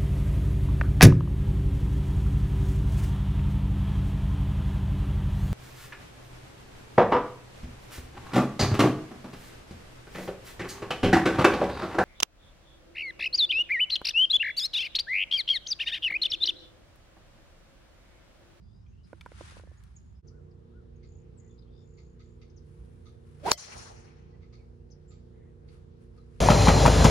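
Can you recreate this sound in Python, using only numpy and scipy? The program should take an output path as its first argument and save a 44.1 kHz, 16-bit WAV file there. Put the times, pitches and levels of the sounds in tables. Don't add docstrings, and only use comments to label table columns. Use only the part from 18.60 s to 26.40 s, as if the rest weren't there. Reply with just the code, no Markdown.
import sys
import numpy as np
from scipy import signal
from scipy.fft import rfft, irfft, next_fast_len
from scipy.io import wavfile
from scipy.ndimage import uniform_filter1d, minimum_filter1d

SR = 44100
rng = np.random.default_rng(int(sys.argv[2]) if len(sys.argv) > 2 else 0)


def generate_wav(signal):
    frames = np.transpose(np.atleast_2d(signal))
    scaled = np.clip(frames, -1, 1) * 32767
    pcm = np.round(scaled).astype(np.int16)
    wavfile.write(sys.argv[1], SR, pcm)


N = 344112

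STRIKE_S = 4.9172
# pitch_hz, left_minus_right_db
LEAN = [(60, -2.5), (150, -5), (380, -2), (950, 1.5), (2380, 2), (5980, 6.5), (15000, -7.5)]
# start_s, length_s, middle_hz, level_db, left_minus_right_db
FLICKS = [(1.667, .0053, 5100, -79, 11), (6.301, 0.0057, 5300, -71, 10)]
CHIPS = [(1.673, 0.016, 5580, -62.5, 9), (1.908, 0.014, 4870, -75.5, 6), (2.977, 0.013, 4040, -72.5, 10),
         (3.02, 0.0082, 3950, -69, 7), (3.898, .0071, 5530, -69, 9), (3.962, .025, 5640, -67, 11),
         (6.306, 0.023, 5520, -62.5, 10.5)]
DROPS = [(1.354, .017, 7100, -72, -14), (2.773, .035, 7120, -64.5, 5), (5.975, 0.059, 2340, -73, -6.5)]
TRILLS = [(1.39, .15, 6840, -78, -8), (2.45, 0.18, 6870, -72, 9), (2.808, 0.16, 6880, -71.5, 8),
          (3.17, 0.4, 6900, -73, 3), (3.587, .185, 7000, -74.5, 4)]
WARBLES = [(.04, .18, 3620, -80, 2), (.298, 0.134, 2760, -72, -2)]
ARCS = [(1.7, .115, 1490, -74.5, 0), (2.115, 0.11, 1465, -71.5, 0)]
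PEEPS = [(.29, 0.031, 6480, -82, 4), (.263, 0.0081, 2410, -68, 0), (.263, 0.0062, 3250, -73, -3),
         (.26, 0.035, 5950, -84, 4), (1.173, .016, 6730, -71, -3), (1.362, 0.011, 6710, -56, 0),
         (1.55, .022, 5124, -75, -3), (2.357, 0.018, 6600, -80, 9), (2.892, .031, 3520, -74, 2),
         (2.986, 0.016, 5020, -71, 15), (5.723, 0.035, 1990, -75.5, -6), (6.2, .02, 2750, -81, 5),
         (6.478, 0.045, 7270, -65.5, 4.5), (6.523, 0.082, 7400, -80, -1), (7.595, .025, 4020, -77, 7)]
RASPS = [(.98, .32, 1702, -74, -5.5), (.432, 0.032, 5030, -70, 0), (.432, .035, 4150, -78, -2),
         (1.366, 0.037, 5300, -79, 6), (2.78, 0.14, 1980, -80.5, 0), (6.72, 0.2, 1947, -77.5, -1)]
BUZZES = [(0, 0.13, 4850, -77, 0), (.12, 0.075, 4950, -71.5, 0), (3.068, .035, 3250, -73, 1),
          (3.095, 0.17, 3580, -69.5, 3)]
CHURRS = [(.19, .06, 5250, -77, 0), (3.115, 0.13, 5050, -78.5, 19), (1.1, 0.231, 1300, -71.5, 2)]


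def from_db(db):
    return 10 ** (np.asarray(db, float) / 20)


def rms_one(x):
    return x / np.sqrt(np.mean(x ** 2) + 1e-20)


def at_hz(points, hz):
    points = np.array(points)
    return np.interp(np.log(hz), np.log(points[:, 0]), points[:, 1])


def drift(rate_hz, size=N):
    r = np.exp(-80 * np.pi * rate_hz / SR)
    noise = rng.standard_normal(N // 40 + 2002)
    slow = signal.lfilter([1], [1, -2 * r, r * r], noise)[2000:]
    return np.interp(np.arange(size) / 40, np.arange(len(slow)), rms_one(slow))


def sides(x, lean_db):
    return x * from_db([[lean_db / 2], [-lean_db / 2]])


def add(out, x, s):
    i = round(s * SR)
    out[:, i:i + x.shape[1]] += x[:, :N - i]


def swell(s, rise_s, hold_s, fall_db_s, db):
    t = np.arange(N) / SR - s
    climb_db = 30 * np.minimum(t / rise_s - 1, 0)
    fall_db = fall_db_s * np.maximum(t - rise_s - hold_s, 0)
    return (t > 0) * from_db(db + climb_db - fall_db)


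def resonances(x, table):
    out = 0
    for hz, width_hz, db in table:
        peak = signal.iirpeak(hz, hz / width_hz, SR)
        out = out + from_db(db) * signal.lfilter(*peak, signal.lfilter(*peak, x))
    return out


def coloured(spectrum, patchy_db=0, rate_hz=5):
    # pitch_hz, likeness (1 equal, 0 unrelated, -1 opposite)
    likeness = [(60, 1), (180, 0.041), (550, -0.66), (1650, -0.1), (4970, 0.16), (15000, -0.25)]
    patch_hz = [60, 150, 350, 700, 1100, 1700, 2500, 3600, 5000, 7000, 10000, 14000]
    size = next_fast_len(N)
    hz = np.maximum(np.fft.rfftfreq(size, 1 / SR), 1)
    mid, side = rfft(rng.standard_normal((2, size))) * from_db(at_hz(spectrum, hz))
    alike = np.clip(at_hz(likeness, hz), -1, 1)
    pair = np.sqrt(1 + alike) * mid + np.sqrt(1 - alike) * side * [[1], [-1]]
    pair = pair * from_db(at_hz(LEAN, hz) * [[.5], [-.5]])
    if not patchy_db:
        return rms_one(irfft(pair, size)[:, :N])
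    out = 0
    for row in np.eye(len(patch_hz)):
        band = np.interp(np.log(hz), np.log(patch_hz), row)
        out = out + irfft(pair * band, size)[:, :N] * from_db(patchy_db * drift(rate_hz))
    return rms_one(out)


def open_air(x, wet_db, t60):
    t = np.arange(round(t60 * SR)) / SR
    tail = rng.standard_normal((2, len(t))) * from_db(-60 * t / t60)
    tail = tail / np.sqrt(np.sum(tail[0] ** 2))
    return x + from_db(wet_db) * signal.fftconvolve(x, tail, axes=1)[:, :N]


def green_air():
    # pitch_hz, relative_db_per_hz
    spectrum = [(15, -29), (30, -30), (55, 0.5), (86, -1.5), (144, -11.5), (198, -12), (281, -25),
                (360, -22.5), (482, -30.5), (900, -36), (1600, -43), (2400, -48.5), (5140, -51.5),
                (11300, -63.5), (12200, -73)]
    return from_db(-51) * coloured(spectrum, patchy_db=1.0, rate_hz=3.9)


def tee_air():
    # pitch_hz, relative_db_per_hz
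    spectrum = [(15, -40), (30, -16), (55, 2.5), (85, -1), (164, -10.5), (246, -13.5), (290, -17),
                (400, -13.5), (480, -15), (614, -24), (1300, -33), (2300, -41.5), (5140, -47), (11300, -57),
                (12200, -72)]
    return from_db(-53.5) * coloured(spectrum, patchy_db=1.6, rate_hz=2.4)


def hum():
    # multiple_of_shaft, multiple_of_mains, level_db (rms, before wander and lean)
    tones = [(1, 0, -74.5), (2, 0, -59), (3, 0, -59), (4, 0, -61.5), (5, 0, -62.5), (6, 0, -69),
             (7, 0, -79), (8, 0, -68), (10, 0, -84), (11, 0, -73), (12, 0, -76), (13, 0, -83),
             (14, 0, -75.5), (15, 0, -69), (16, 0, -70.5), (17, 0, -83), (18, 0, -90), (19, 0, -90),
             (0, 1, -73), (1, 1, -66), (2, 1, -70), (3, 1, -81), (4, 1, -71.5), (0, 2, -76.5), (0, 3, -68)]
    shaft_hz, mains_hz = 29.66, 119.96
    t, out = np.arange(N) / SR, 0
    for shaft, mains, db in tones:
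        hz = shaft * shaft_hz + mains * mains_hz
        tone = np.sqrt(2) * np.sin(2 * np.pi * (hz * t + rng.random()))
        level = from_db(db + 1.1 * drift(9.1))
        out = out + sides(tone * level, at_hz(LEAN, hz))
    return out


def birds():
    # notes, start_ratio and end_ratio (pitch over middle), hoarseness_hz, trill_per_s,
    # drop_hz (from the high to the low note of a trill), echo_db
    kinds = [(FLICKS, 0.61, 1.18, 30, 0, 0, 0), (CHIPS, 1.2, 0.81, 150, 0, 0, 0),
             (DROPS, 1.14, .94, 110, 0, 0, 0), (TRILLS, 1.03, 1.01, 120, 31, 790, -1),
             (WARBLES, 0.94, 1.1, 140, 54, 0, 0), (BUZZES, .99, 1.0, 90, 70, 0, -3),
             (CHURRS, 0.87, 1, 290, 77, 0, 0), (ARCS, .78, 0.81, 35, 0, 0, 2),
             (PEEPS, 1, 0.97, 59, 0, 0, 0), (RASPS, 0.97, 0.95, 200, 0, 0, 0)]
    out, far = np.zeros((2, 2, N))
    for notes, start, end, hoarse_hz, trill, drop_hz, echo_db in kinds:
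        for s, length, hz, db, lean_db in notes:
            t = np.arange(round(length * SR)) / SR
            u = t / length
            glide = start * (1 - u) * (1 - 2 * u) + 4 * u * (1 - u) + end * u * (2 * u - 1)
            pitch = hz * glide - drop_hz * ((trill * t + .5) % 1 - .5)
            shake = rms_one(uniform_filter1d(rng.standard_normal(20000), size=40))[:len(t)]
            note = np.sin(2 * np.pi * np.cumsum(pitch + hoarse_hz * shake) / SR)
            pulse = np.sin(2 * np.pi * trill * t) if drop_hz else np.cos(np.pi * trill * t)
            note *= np.sin(np.pi * u) ** 0.54 * np.abs(pulse) ** 2.0
            add(out, sides(from_db(db) * note[None], lean_db), s)
            add(far, sides(from_db(db + echo_db) * note[None], lean_db), s)
    scatter = open_air(far, wet_db=0, t60=0.16) - far
    return out + scatter


def knocks():
    # start_s, level_db, t60_s, lowest_resonance_db, second_resonance_db
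    blows = [(2.426, -58.5, .15, 2, 6), (3.371, -56, 0.14, 7.5, 5), (3.59, -56.5, 0.14, 10.5, 6),
             (3.811, -52.5, 0.13, 4, -2), (4.451, -53, 0.17, 6.5, 0), (5.816, -62.5, 0.16, 8, 8),
             (5.924, -54.5, .15, 7, 6), (6.503, -57, 0.21, 6.5, -2), (7.077, -54, 0.11, -4, 4),
             (7.134, -70.5, 0.18, 15, 4.5), (7.574, -52.5, 0.041, 19, -8)]
    # pitch_hz, width_hz, level_db
    peaks = [(1269, 108, 12), (2130, 300, 7.5), (2480, 900, 4.5), (3815, 1000, 7), (4453, 940, 10.5),
             (5250, 900, 0), (5930, 490, 2)]
    taps_per_s, spread_db = 1100, 2.5
    low_hold_s, low_t60_s = 0.029, 0.11
    (out, low), t = np.zeros((2, 2, N)), np.arange(9000) / SR
    damped = from_db(-60 * np.maximum(t - low_hold_s, 0) / low_t60_s)
    for s, level_db, t60, low_db, second_db in blows:
        tap_db = 4.0 * np.minimum(rng.exponential(1, len(t)), 4)
        taps = from_db(tap_db) * (rng.random(len(t)) < taps_per_s / SR)
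        grain = rms_one(1 + 0.74 * rms_one(signal.lfilter([1], [1, -.95], taps)))
        envelope = np.minimum(t / 0.015, 1) * from_db(level_db - 60 * t / t60)
        burst = rng.standard_normal((2, len(t))) * grain * envelope
        own_db = rng.normal(0, spread_db, len(peaks))
        own_db[:2] += [low_db, second_db]
        ring = [(hz, width_hz, db + own) for (hz, width_hz, db), own in zip(peaks, own_db)]
        add(out, resonances(burst, ring[2:]), s)
        add(low, resonances(burst, ring[:2]) * damped, s)
    dulled = signal.sosfilt(signal.butter(4, 6900, fs=SR, output="sos"), out)
    return open_air(dulled, wet_db=-3.5, t60=.4) + open_air(low, wet_db=-5.5, t60=.3)


def rustle():
    # pitch_hz, relative_db_per_hz
    cloth = [(500, -10.5), (900, -3), (1400, -0.5), (2400, -6), (7700, -16.5), (9500, -13), (11400, -19),
             (12300, -61), (14000, -32), (16000, -32)]
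    # start_s, rise_s, hold_s, fall_db_per_s, level_db, extra_sizzle_db
    moves = [(0.396, 0.077, .8, 55, -70.5, -0.5), (0.612, 0.19, .12, 258, -55.5, -22),
             (0.928, .035, 0.026, 500, -62, -10), (3.9, 0.19, 0.4, 120, -74, 5.5),
             (4.52, 0.16, 0.25, 300, -70, 4.5), (6.979, 0.15, .02, 183, -69, 3.5),
             (7.37, 0.048, .005, 200, -73, 5.5), (7.449, 0.12, 0.0093, 180, -77, 5.5),
             (7.548, 0.2, 0.054, 99.5, -71.5, 2)]
    slip_db = 3.6 * np.minimum(rng.exponential(1, N), 4)
    slips = from_db(slip_db) * (rng.random(N) < 900 / SR)
    grain = 1 + .5 * rms_one(signal.lfilter([1], [1, -.99], slips))
    rub = rms_one(grain * coloured(cloth))
    sizzle = signal.sosfilt(signal.butter(2, 7500, "high", fs=SR, output="sos"), rub)
    out = 0
    for *shape, sizzle_db in moves:
        out = out + swell(*shape) * (rub - sizzle + from_db(sizzle_db) * sizzle)
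    return out


def cup():
    # start_s, level_db (peak of the ring before lean), favoured_hz
    touches = [(.53, -34.5, 690), (0.6102, -39, 3250), (0.6133, -41.5, 2900), (.654, -59, 4000),
               (.661, -32, 1140), (0.718, -40, 860), (0.809, -34.5, 590), (.901, -53, 3000),
               (0.921, -50, 500), (.968, -42, 764), (.996, -43, 724), (1.036, -44.5, 560),
               (1.073, -50.5, 520), (1.115, -50.5, 540), (1.237, -56, 8950)]
    # pitch_hz, level_db, t60_s
    modes = [(342, -11, 0.087), (520, 10.5, 0.012), (986, -3.5, 0.02), (1410, -11, 0.028),
             (1515, -10.5, 0.025), (2270, -6.5, 0.02), (2320, -13.5, .013), (3280, -10, 0.0084),
             (3580, -7, 0.015), (4100, -13, .009), (4400, -13, 0.0099), (5100, -16, 0.009),
             (8050, -22, .006)]
    out, t = np.zeros((2, N)), np.arange(3000) / SR
    tick_band = signal.butter(2, [2000, 11500], "band", fs=SR)
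    for s, level_db, near_hz in touches:
        octaves = np.log2(near_hz / 1000)
        tick_db, lean_db = -29.5 + 9 * octaves, -4.5 + 3.0 * octaves
        ring = 0
        for hz, db, t60 in modes:
            mode_db = db - 5.3 * np.log2(hz / near_hz) ** 2 + rng.normal(0, 3.3)
            envelope = from_db(mode_db - 60 * t / t60) * np.minimum(t * hz / 0.87, 1)
            ring = ring + envelope * np.sin(2 * np.pi * hz * rng.normal(1, 0.026) * t)
        tick = signal.lfilter(*tick_band, rng.standard_normal(len(t)))
        touch = ring / np.abs(ring).max() + from_db(tick_db - 60 * t / 0.021) * tick
        add(out, sides(from_db(level_db) * touch, lean_db), s)
    return open_air(out, wet_db=-18, t60=.06)


def swing():
    # time_s, club_speed_m_per_s, whistle_db, rush_db
    downswing = [(4.799, 22.8, -62, -67), (4.826, 30, -66, -66), (4.839, 27.5, -44.5, -55),
                 (4.851, 32, -41, -47), (4.866, 41, -30, -37), (4.875, 47.7, -29, -37.5),
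                 (4.894, 48.5, -29.5, -35), (4.901, 46, -39, -33), (4.906, 43, -32.5, -35.5),
                 (4.916, 40, -27, -32), (4.926, 42, -45.5, -40.5), (4.95, 21, -69, -56.5),
                 (5.0, 25, -100, -86.5)]
    # pitch_ratio_to_shaft, level_db, wander_hz, behind_shaft_s, steady_share (against wander)
    streets = [(1.0, -4, 67, 0.00023, 1.3), (.48, -6, 50, .014, 0.8), (.7, -8, 80, .004, 0.42),
               (1.5, -17, 200, 0.0019, .3), (.24, -15, 50, .014, 0.25)]
    # pitch_hz, relative_db_per_hz
    rush_spectrum = [(59, -46.5), (100, -24.5), (394, -9), (576, -10), (1160, -5), (5500, -17.5),
                     (7200, -23.5), (10600, -22.5), (12500, -35), (16000, -32.5)]
    strouhal, shaft_m = .2, .01
    t = np.arange(N) / SR
    s, speed, whistle_db, rush_db = np.transpose(downswing)
    whistle = 0
    for ratio, db, wander_hz, behind_s, steady in streets:
        shed_hz = ratio * strouhal * np.interp(t - behind_s, s, speed) / shaft_m
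        turn = 2 * np.pi * np.cumsum(shed_hz) / SR
        shared = (steady + drift(wander_hz)) * np.cos(turn) + drift(wander_hz) * np.sin(turn)
        opposed = drift(wander_hz) * np.cos(turn) * [[1], [-1]]
        whistle = whistle + from_db(db) * (shared + 0.67 * opposed)
    whistle = sides(whistle, lean_db=-2) * from_db(np.interp(t, s, whistle_db))
    rush = coloured(rush_spectrum) * from_db(np.interp(t, s, rush_db))
    heard = (t > s[0]) & (t < s[-1])
    return heard * (whistle + rush)


def echoes():
    # pitch_hz, relative_db_per_hz
    colour = [(240, -19.5), (400, -3), (466, 0.5), (511, 0), (834, 0), (2200, -8), (3650, -15.5),
              (4300, -5.5), (4750, -7), (5250, -3.5), (5900, -0.5), (6400, -4.5), (6900, -5.5), (7600, -15),
              (9000, -9.5), (10900, -17), (11800, -35), (12300, -63), (13500, -35), (15500, -30.5)]
    # after_strike_s, treble_db, middle_db
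    returns = [(0.046, -37, -45.5), (.1, -45, -54), (.15, -59, -42.5), (.2, -66, -54), (.245, -51.5, -61),
               (.335, -60, -56), (.44, -71.5, -78)]
    rise_s, treble_fall_db_s, middle_fall_db_s = 0.017, 90, 128.5
    wash = coloured(colour, patchy_db=2.5, rate_hz=18)
    treble = signal.sosfilt(signal.butter(4, 3300, "high", fs=SR, output="sos"), wash)
    middle = signal.sosfilt(signal.butter(4, 3300, "low", fs=SR, output="sos"), wash)
    treble_power = 0
    middle_power = swell(STRIKE_S + returns[0][0], rise_s, 0, fall_db_s=32, db=-45.5) ** 2
    for s, treble_db, middle_db in returns:
        treble_power = treble_power + swell(STRIKE_S + s, rise_s, 0, treble_fall_db_s, treble_db) ** 2
        middle_power = middle_power + swell(STRIKE_S + s, rise_s, 0, middle_fall_db_s, middle_db) ** 2
    return np.sqrt(treble_power) * rms_one(treble) + np.sqrt(middle_power) * rms_one(middle)


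def strike():
    # pitch_hz, left_db, right_db, left_leads_rad, rise_t60_s, t60_s
    head = [(79, -35, -29, -1.5, 0.0095, 0.074), (396.7, -18, -18.5, -0.5, 0.00076, 0.0053),
            (980, -10.5, -6, 1, 0.0042, 0.0047), (1590, -19.5, -16.5, 1.04, 0.0017, 0.0048),
            (2430, -19, -15, 0.25, 0.0011, 0.0069), (2904, -19, -19.5, -1.7, 0.0038, 0.0077),
            (3730, -20, -18.5, -1, .002, 0.0046), (4200, -8, -12.5, -1, .003, 0.0056),
            (4930, -15, -20.5, -2, 0.011, 0.0096), (5770, -10.5, -14.5, 2, 0.012, 0.0049),
            (6950, -25.5, -19, 1.5, 0.014, .003), (7016, -26, -8, 5, .014, 0.0027),
            (8500, -27, -24, 5, 0.0024, 0.0035), (10000, -16, -14, 0.5, 0.00097, .005),
            (12690, -28, -29, -4, .002, .004), (15300, -24, -24.5, -1.5, 0.0027, 0.0045),
            (595, -42, -39, 0.5, .002, 0.19), (700, -44, -40.5, -2, .002, 0.18),
            (2024, -45, -47.5, -1.5, .002, 0.21), (2061, -49, -49.5, -0.5, .002, 0.28),
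            (3116, -46.5, -49.5, 1, .002, 0.34), (3180, -50, -51, 0, .002, 0.23),
            (3330, -42, -44, -0.5, .002, 0.11), (4407, -32, -32.5, 1, .002, .06),
            (5145, -29.5, -33, -1, 0.0023, .04)]
    # after_strike_s, fall_db_per_s, level_db
    shivers = [(.0002, 2600, -24), (.009, 1100, -26), (.015, 900, -37)]
    # pitch_hz, width_hz, relative_db
    shell = [(2134, 550, -15), (3337, 600, -13.5), (4616, 600, 4.5), (5350, 720, 0.5), (5440, 790, -4),
             (7830, 410, -4.5), (11600, 5200, -13)]
    lead = 2000
    crack = 0
    for hz, left_db, right_db, leads, rise_t60, t60 in head:
        late_s = .0006 if hz < 1200 else 0
        t = (np.arange(8000) - lead) / SR - late_s
        envelope = from_db(60 * np.where(t < 0, t / rise_t60, -t / t60))
        if t60 > .03:
            envelope = envelope * (1.2 + .7 * drift(70, size=8000))
        tone = np.sin(2 * np.pi * hz * t - np.array([[0], [leads]]))
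        crack = crack + from_db([[left_db], [right_db]]) * envelope * tone
    shiver = sum(swell(STRIKE_S + s, .003, 0, fall_db_s, db) for s, fall_db_s, db in shivers)
    shell_noise = rms_one(resonances(rng.standard_normal((2, N)), shell))
    out = sides(shiver * shell_noise, lean_db=1)
    add(out, crack, STRIKE_S - lead / SR)
    return out


def scene():
    cut_s, cut_fade_s = 1.622, 0.033
    t = np.arange(N) / SR
    place = np.where(t < cut_s, green_air(), tee_air() + hum())
    mix = place + birds() + knocks() + rustle() + cup() + swing() + echoes() + strike()
    cut_fade = np.minimum(np.abs(t - cut_s) / cut_fade_s, 1)
    return mix * cut_fade * np.minimum(t / 0.0018, 1)


def gain_control(x, knee_db, share, lag_s, hold_s, release_db_s, smooth_s):
    level_db = 20 * np.log10(np.abs(x).max(0) + 1e-9)
    over_db = share * np.maximum(level_db - knee_db, 0)
    size = round(hold_s * SR)
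    held = -minimum_filter1d(-over_db, size)
    held = np.pad(held, (size // 2 + round(lag_s * SR), 0))[:N]
    ramp = release_db_s * np.arange(N) / SR
    cut_db = np.maximum.accumulate(held + ramp) - ramp
    r = np.exp(-1 / (smooth_s * SR))
    return x * from_db(-signal.lfilter([1 - r], [1, -r], cut_db))


def record(dry):
    steady = gain_control(dry, knee_db=-12.5, share=0.56, lag_s=0.0046, hold_s=0.18,
                          release_db_s=400, smooth_s=0.01)
    top = .76
    rounded = steady / (1 + np.abs(steady / top) ** 6) ** (1 / 6)
    return signal.sosfilt(signal.cheby2(14, 70, 16900, fs=SR, output="sos"), rounded)


dry = scene()
out = record(dry)
generate_wav(out)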